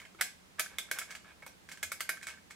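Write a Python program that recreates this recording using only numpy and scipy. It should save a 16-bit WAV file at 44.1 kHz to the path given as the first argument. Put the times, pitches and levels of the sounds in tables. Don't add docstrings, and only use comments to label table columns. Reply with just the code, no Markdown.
import sys
import numpy as np
from scipy import signal
from scipy.fft import rfft, irfft
from scipy.io import wavfile

SR = 44100
rng = np.random.default_rng(int(sys.argv[2]) if len(sys.argv) > 2 else 0)


def wav_record(signal):
    frames = np.transpose(np.atleast_2d(signal))
    bounded = np.clip(frames, -1, 1)
    quanta = np.round(bounded * 32767).astype(np.int16)
    wavfile.write(sys.argv[1], SR, quanta)


def voltage_ratio(level):
    return 10 ** (np.asarray(level, float) / 20)


N = 112455

# (time [s], peak level [dB], gear brightness [dB], strongest ring [Hz], second ring [Hz])
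PAWL_SNAPS = [(0.2109, -13.5, -1, 1580, 2130), (0.5954, -14.5, -0.5, 2235, 1350),
              (0.7847, -21.5, 0.5, 2145, 3615), (0.9137, -17, -2.5, 1560, 1594),
              (0.987, -23.5, 1.5, 2090, 1520), (1.464, -33.5, -2.5, 920, 1490),
              (1.829, -18.5, -1.5, 2145, 1645), (1.9181, -22, -2.2, 1382, 1256),
              (1.998, -33, -6, 2145, 1860), (2.006, -19.5, -1, 2070, 1290), (2.092, -16, -6.5, 1557, 1787)]
SNAP_SIZZLE_DB = [1.5, 0.8, -1.5, 0.1, 1.7, 2.5, -2.7, 2.7, -20, -2, 7]
# (time [s], peak level [dB], gear brightness [dB], strongest ring [Hz], second ring [Hz])
KEY_KNOCKS = [(0.001, -34, -6, 2110, 3080), (0.017, -39, -7, 1380, 2060), (0.0515, -35, -12, 2210, 3130),
              (1.015, -27, -9, 1650, 1360), (1.024, -35, -0.5, 2110, 1700), (1.107, -32.5, 0.5, 1480, 6280),
              (1.1511, -28.5, -4, 2246, 1680), (1.4229, -34, -14, 1750, 1300),
              (1.6888, -31, -4.5, 2150, 1620), (1.7162, -31.5, 1, 2220, 1660),
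              (1.7732, -35.5, -5.5, 2160, 1750), (2.2242, -42, 2, 1850, 1490),
              (2.2293, -32, -1, 1580, 1760), (2.2695, -25.5, -3.5, 1590, 7880),
              (2.285, -27, -5, 1577, 2170), (2.303, -34.5, -5, 2550, 1580),
              (2.5025, -46.5, 1.5, 1300, 2100), (2.5075, -33.5, -2.5, 1300, 1850)]
# (time [s], peak level [dB], gear brightness [dB],
# strongest ring [Hz], second ring [Hz])
TAPS_AND_REBOUNDS = [(0.1478, -38.5, -1, 365, 1300), (0.2123, -12, 2.5, 2020, 1505), (0.218, -15, -6, 1546, 1690),
                     (0.5921, -20, -2, 1360, 1660), (0.5965, -19, -1, 2282, 1964), (0.6612, -29.5, 2, 1520, 1650),
                     (0.6672, -35, -8.5, 1640, 1710), (0.7849, -21, 2, 3640, 3454),
                     (0.8132, -35.5, -6.5, 3580, 2440), (0.8879, -42, -9.5, 1545, 1400),
                     (0.9122, -24, -9.5, 1650, 1260), (0.9472, -36, -6.5, 1585, 1700),
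                     (0.9772, -29.5, -6.5, 2230, 1460), (1.1024, -40, 8, 1710, 2780), (1.1235, -35, 0, 1735, 2100),
                     (1.1531, -34.5, 1, 2110, 2900), (1.2456, -40, -5, 1260, 1600), (1.3152, -45, -12, 905, 1610),
                     (1.4272, -40, -12.5, 525, 905), (1.4342, -41, -9.5, 1610, 905), (1.4647, -35, -4, 884, 517),
                     (1.4716, -40, -6, 760, 2470), (1.4782, -39, 6, 5800, 2490), (1.7123, -39, 2.5, 2130, 2500),
                     (1.7744, -41, 1, 2160, 3010), (1.8362, -26.5, -1, 1655, 2190),
                     (1.9252, -34, -3.5, 1610, 1740), (2.0946, -20.5, 5, 1420, 1630), (2.1006, -27, 9, 1565, 1740),
                     (2.171, -34, 4, 1740, 1320), (2.1782, -35, -14, 1680, 1575), (2.2129, -35, 0, 1690, 2200),
                     (2.373, -43, -7.5, 1550, 1840), (2.384, -39, -17, 1700, 1480)]
# (start [s], length [s], level [dB])
KEY_RUBS = [(0.015, 0.056, -75.5), (0.187, 0.03, -62.5), (0.584, 0.0085, -61), (0.695, 0.08, -71.5),
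            (0.875, 0.029, -74), (0.939, 0.085, -65.5), (1.064, 0.11, -71), (1.239, 0.09, -72),
            (1.707, 0.055, -75.5), (2.12, 0.053, -78), (2.262, 0.095, -73.5)]
# (frequency [Hz], level [dB], T60 [s])
SHELL_MODES = [(1160, -38, 0.09), (1235, -7, 0.021), (1320, -14.5, 0.072), (1386, -13, 0.045),
               (1490, -23.5, 0.045), (1589, -13.5, 0.05), (1634, -18, 0.15), (1707, -8.5, 0.051),
               (1850, -8.5, 0.03), (2070, 2, 0.0069), (2145, -17, 0.11), (2215, 3, 0.035),
               (2465, -6.5, 0.042), (2685, -11.5, 0.022)]
# (frequency [Hz], level [dB], T60 [s])
HOLLOW_MODES = [(343, -42, 0.0048), (462, -18, 0.025), (640.4, -13, 0.025), (907, -15, 0.017),
                (1070, -16.5, 0.015)]
# (frequency [Hz], level [dB], T60 [s])
GEAR_MODES = [(3000, -4, 0.021), (3267, 1.5, 0.0091), (3400, -10, .04), (3615, -6, 0.056),
              (4200, -19, 0.033), (4920, -21, 0.013), (5070, -16, 0.09), (5310, -9, 0.09),
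              (6280, -19, 0.026), (7760, -5.5, 0.03), (7440, -30.5, 0.028), (8300, -9, 0.0057),
              (9160, -38, 0.01), (11000, -36, 0.015)]
# (frequency [Hz], level [dB], T60 [s])
DOME_MODES = [(1520, -21.5, 0.3), (1560, -16.5, 0.3), (1592, -21, 0.3), (1690, -21, 0.19)]
# (frequency [Hz], density [dB per Hz])
RATTLE_SPECTRUM = [(1500, -7), (2600, -6), (4000, 1.5), (6000, 1.5), (8000, 2), (9500, -2.5), (16000, -13)]
# (frequency [Hz], density [dB per Hz])
SIZZLE_SPECTRUM = [(7000, -20), (9000, -1), (12000, -0.5), (14500, -4), (16000, -16)]
# (time [s], length [s], level [dB], frequency [Hz])
HAND_PRESSES = [
    (0.71, 0.061, -62, 71),
    (1.12, 0.097, -66, 66),
    (1.795, 0.13, -58, 82.4),
    (2.256, 0.11, -67, 72.3),
]
# (frequency [Hz], density [dB per Hz])
HUSH_SPECTRUM = [(20, -0.5), (70, 7.5), (110, 5.5), (190, 4.5), (600, 1), (2000, -2), (9000, -11),
                 (16500, -18.5)]
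# (frequency [Hz], width [Hz], level [dB])
HUMS = [
    (86.2, 9, -76.5),
    (189, 42, -69),
]
# (frequency [Hz], left-right likeness [-1..1])
HUSH_LIKENESS = [(60, -0.28), (130, -0.46), (290, 0.068), (640, -0.27), (1410, -0.18), (3100, -0.25),
                 (6820, 0.15), (15000, -0.33)]

FAVOUR_OCTAVES = 0.07


def rms_one(x):
    return x / np.sqrt(np.mean(x ** 2) + 1e-20)


def shaped(x, points):
    hz, db = np.transpose(points)
    f = np.maximum(np.arange(N // 2 + 1) * SR / N, 1)
    return irfft(rfft(x) * voltage_ratio(np.interp(np.log(f), np.log(hz), db)), N)


def pan(db):
    return voltage_ratio(db * np.array([[-.5], [.5]]))


def toy_highpass(x, order):
    return signal.sosfilt(signal.butter(order, 405, "high", fs=SR, output="sos"), x)


def nearness(hz, centre_hz, octaves):
    return np.exp(-(np.log2(hz / centre_hz) / octaves) ** 2)


def energy_envelope(kicks, t60):
    return np.sqrt(signal.lfilter([1], [1, -voltage_ratio(-120 / (t60 * SR))], kicks + 1e-18))


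def contacts():
    rows = np.array([*PAWL_SNAPS, *KEY_KNOCKS, *TAPS_AND_REBOUNDS])
    counts = [len(PAWL_SNAPS), len(KEY_KNOCKS), len(TAPS_AND_REBOUNDS)]
    kind = np.repeat(np.arange(3), counts)[:, None]
    loss_db = np.array([4.5, 3, 37])[kind]
    sizzle_db = np.r_[SNAP_SIZZLE_DB, np.full(counts[1] + counts[2], -29)][:, None]
    jitter = rng.uniform(-.3, .3, (len(rows), 6))
    step = np.arange(-1, 5)
    bounce_s, tick_lead_s, tick_db = 0.004, 0.0015, -15
    bouncing = step > 0
    s = rows[:, :1] + np.where(step < 0, -tick_lead_s, bounce_s * (step + jitter * bouncing))
    tick = tick_db - loss_db * (kind > 0)
    landing = -loss_db * step + 6 * jitter * bouncing
    db = rows[:, 1:2] - 10 * (kind == 2) + np.where(step < 0, tick, landing)
    at = (np.maximum(s, 0) * SR).astype(int)
    return at, step, db, rows[:, 2:3], sizzle_db, rows[:, 3:4], rows[:, 4:5]


def ring(clicks, hz, t60):
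    r, w = voltage_ratio(-60 / (t60 * SR)), 2 * np.pi * hz / SR
    return signal.lfilter([0, np.sin(w)], [1, -2 * r * np.cos(w), r * r], clicks + 1e-18)


def body(modes, at, db, first_hz, second_hz, rub, longest_s=0.06, rattle_db=-17):
    out = np.zeros(N)
    for hz, level_db, t60 in modes:
        first, second = nearness(hz, first_hz, FAVOUR_OCTAVES), nearness(hz, second_hz, FAVOUR_OCTAVES)
        colour_db = level_db * np.clip(1 - first - second, 0, 1) - 8 * first - 11 * second
        colour_db = colour_db + rng.normal(0, 2, at.shape)
        clicks = np.zeros(N)
        np.add.at(clicks, at, voltage_ratio(db - 17 + colour_db) * rng.choice([-1, 1], at.shape))
        shake = energy_envelope(clicks ** 2, 0.24)
        grains = rng.standard_normal(N) * (rng.random(N) < 400 / SR)
        stroke = rub * voltage_ratio(level_db + 12 * nearness(hz, 1680, 0.15))
        out += ring(clicks + voltage_ratio(rattle_db) * shake * grains + stroke, hz, min(t60, longest_s))
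    return toy_highpass(out, 3)


def clacks():
    rise_s = 0.0011
    t = np.arange(4000) / SR
    out = np.zeros(N + len(t))
    for rows, t60 in ((PAWL_SNAPS, .022), (KEY_KNOCKS, .017), (TAPS_AND_REBOUNDS, .022)):
        for s, db, _, first_hz, second_hz in rows:
            pair = np.sin(2 * np.pi * first_hz * t) + voltage_ratio(-2) * np.sin(2 * np.pi * second_hz * t)
            envelope = voltage_ratio(db - 6.5 - 60 * t / t60) * (1 - np.exp(-(t / rise_s) ** 2))
            i = max(int((s - rise_s / 2) * SR), 0)
            out[i:i + len(t)] += envelope * pair
    return out[:N]


def fine_rattle(at, db, spectrum, t60):
    kicks = np.zeros(N)
    np.add.at(kicks, at, voltage_ratio(2 * db))
    grain = rng.standard_normal((2, N)) * voltage_ratio(4.5 * rng.standard_normal((2, N)))
    impulse = np.eye(1, N)[0]
    kernel = np.roll(shaped(impulse, spectrum), 40)[:81] * np.hanning(81)
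    kernel = kernel[None] / np.linalg.norm(kernel)
    mid, side = signal.fftconvolve(energy_envelope(kicks, t60) * rms_one(grain), kernel, "same", axes=1)
    return toy_highpass(mid + voltage_ratio(-3.5) * side * [[1], [-1]], 2)


def rubbing():
    t, stroke = np.arange(N) / SR, np.zeros(N)
    for s, length, db in KEY_RUBS:
        stroke += voltage_ratio(db) * np.sin(np.pi * np.clip((t - s) / length, 0, 1)) ** .5
    return stroke * rng.standard_normal(N) * (rng.random(N) < 2500 / SR)


def locomotive():
    at, step, db, bright_db, sizzle_db, first_hz, second_hz = contacts()
    rub = rubbing()
    high_db = db + bright_db + np.where(step < 0, -15.0, 0)
    dome_db = db + 5 * nearness(first_hz, 1570, FAVOUR_OCTAVES)
    rings = body([*SHELL_MODES, *HOLLOW_MODES], at, db, first_hz, second_hz, rub)
    rings += body(GEAR_MODES, at, high_db, first_hz, second_hz, 0.4 * rub, 0.016, -26)
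    rings += body(DOME_MODES, at, dome_db, 1, 1, 0, 0.25, -16)
    rings += clacks()
    side = voltage_ratio(-13.5) * np.roll(rings, int(SR / 5000)) * [[1], [-1]]
    toy = rings + side
    toy = toy + fine_rattle(at, high_db - 15.5, RATTLE_SPECTRUM, 0.04)
    return toy + fine_rattle(at, high_db + sizzle_db - 14.5, SIZZLE_SPECTRUM, 0.018)


def room(x):
    split_hz, top_hz, high_t60, top_t60 = 1640, 7900, 0.29, 0.15
    t = np.arange(SR // 2) / SR
    a, b = rng.standard_normal((2, len(t)))
    onset = np.clip(t / 0.0029 - 1, 0, 1)
    tail = 0
    for kind, alike, t60, db in (("low", 0.13, 0.27, 0), ("high", 0.11, high_t60, 1.46)):
        pair = np.sqrt(1 + alike) * a + np.sqrt(1 - alike) * b * [[1], [-1]]
        part = signal.lfilter(*signal.butter(2, split_hz, kind, fs=SR), pair)
        tail = tail + part * voltage_ratio(db - 60 * t / t60) * onset / np.sqrt(t60 * SR / 7)
    below = signal.lfilter(*signal.butter(2, top_hz, fs=SR), tail)
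    above = signal.lfilter(*signal.butter(2, top_hz, "high", fs=SR), tail)
    tail = below - above * voltage_ratio(-1.5 - 60 * t * (1 / top_t60 - 1 / high_t60))
    return voltage_ratio(-2) * signal.fftconvolve(x[None], tail, axes=1)[:, :N]


def presses():
    t, out = np.arange(N) / SR, np.zeros(N)
    for s, length, db, hz in HAND_PRESSES:
        swell = np.sin(np.pi * np.clip((t - s) / length, 0, 1)) ** 2
        out += voltage_ratio(db) * swell * np.sin(2 * np.pi * hz * (t - s))
    return out * np.array([[.4], [1.6]])


def hush():
    a, b = rng.standard_normal((2, N))
    hz, alike = np.transpose(HUSH_LIKENESS)
    mid = shaped(shaped(a, HUSH_SPECTRUM), np.c_[hz, 10 * np.log10(1 + alike)])
    side = shaped(shaped(b, HUSH_SPECTRUM), np.c_[hz, 10 * np.log10(1 - alike)])
    out = voltage_ratio(-64.5) * (mid + side * [[1], [-1]]) / mid.std()
    for hum_hz, width, db in HUMS:
        peak = signal.iirpeak(hum_hz, hum_hz / width, fs=SR)
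        lump = signal.lfilter(*peak, rng.standard_normal((2, N)))
        out += voltage_ratio(db) * rms_one(lump + 1.9 * lump[0]) * pan(6.5)
    return out * pan(1.76)


def scene():
    toy = locomotive()
    return pan(1) * (toy + room(toy.mean(axis=0))) + presses() + hush()


def top_cut(x):
    return signal.sosfilt(signal.butter(12, 16810, fs=SR, output="sos"), x)


def record(dry):
    lowpass = signal.cheby2(12, 60, 16750, fs=SR, output="sos")
    return top_cut(signal.sosfilt(lowpass, dry))


dry = scene()
out = record(dry)
wav_record(out)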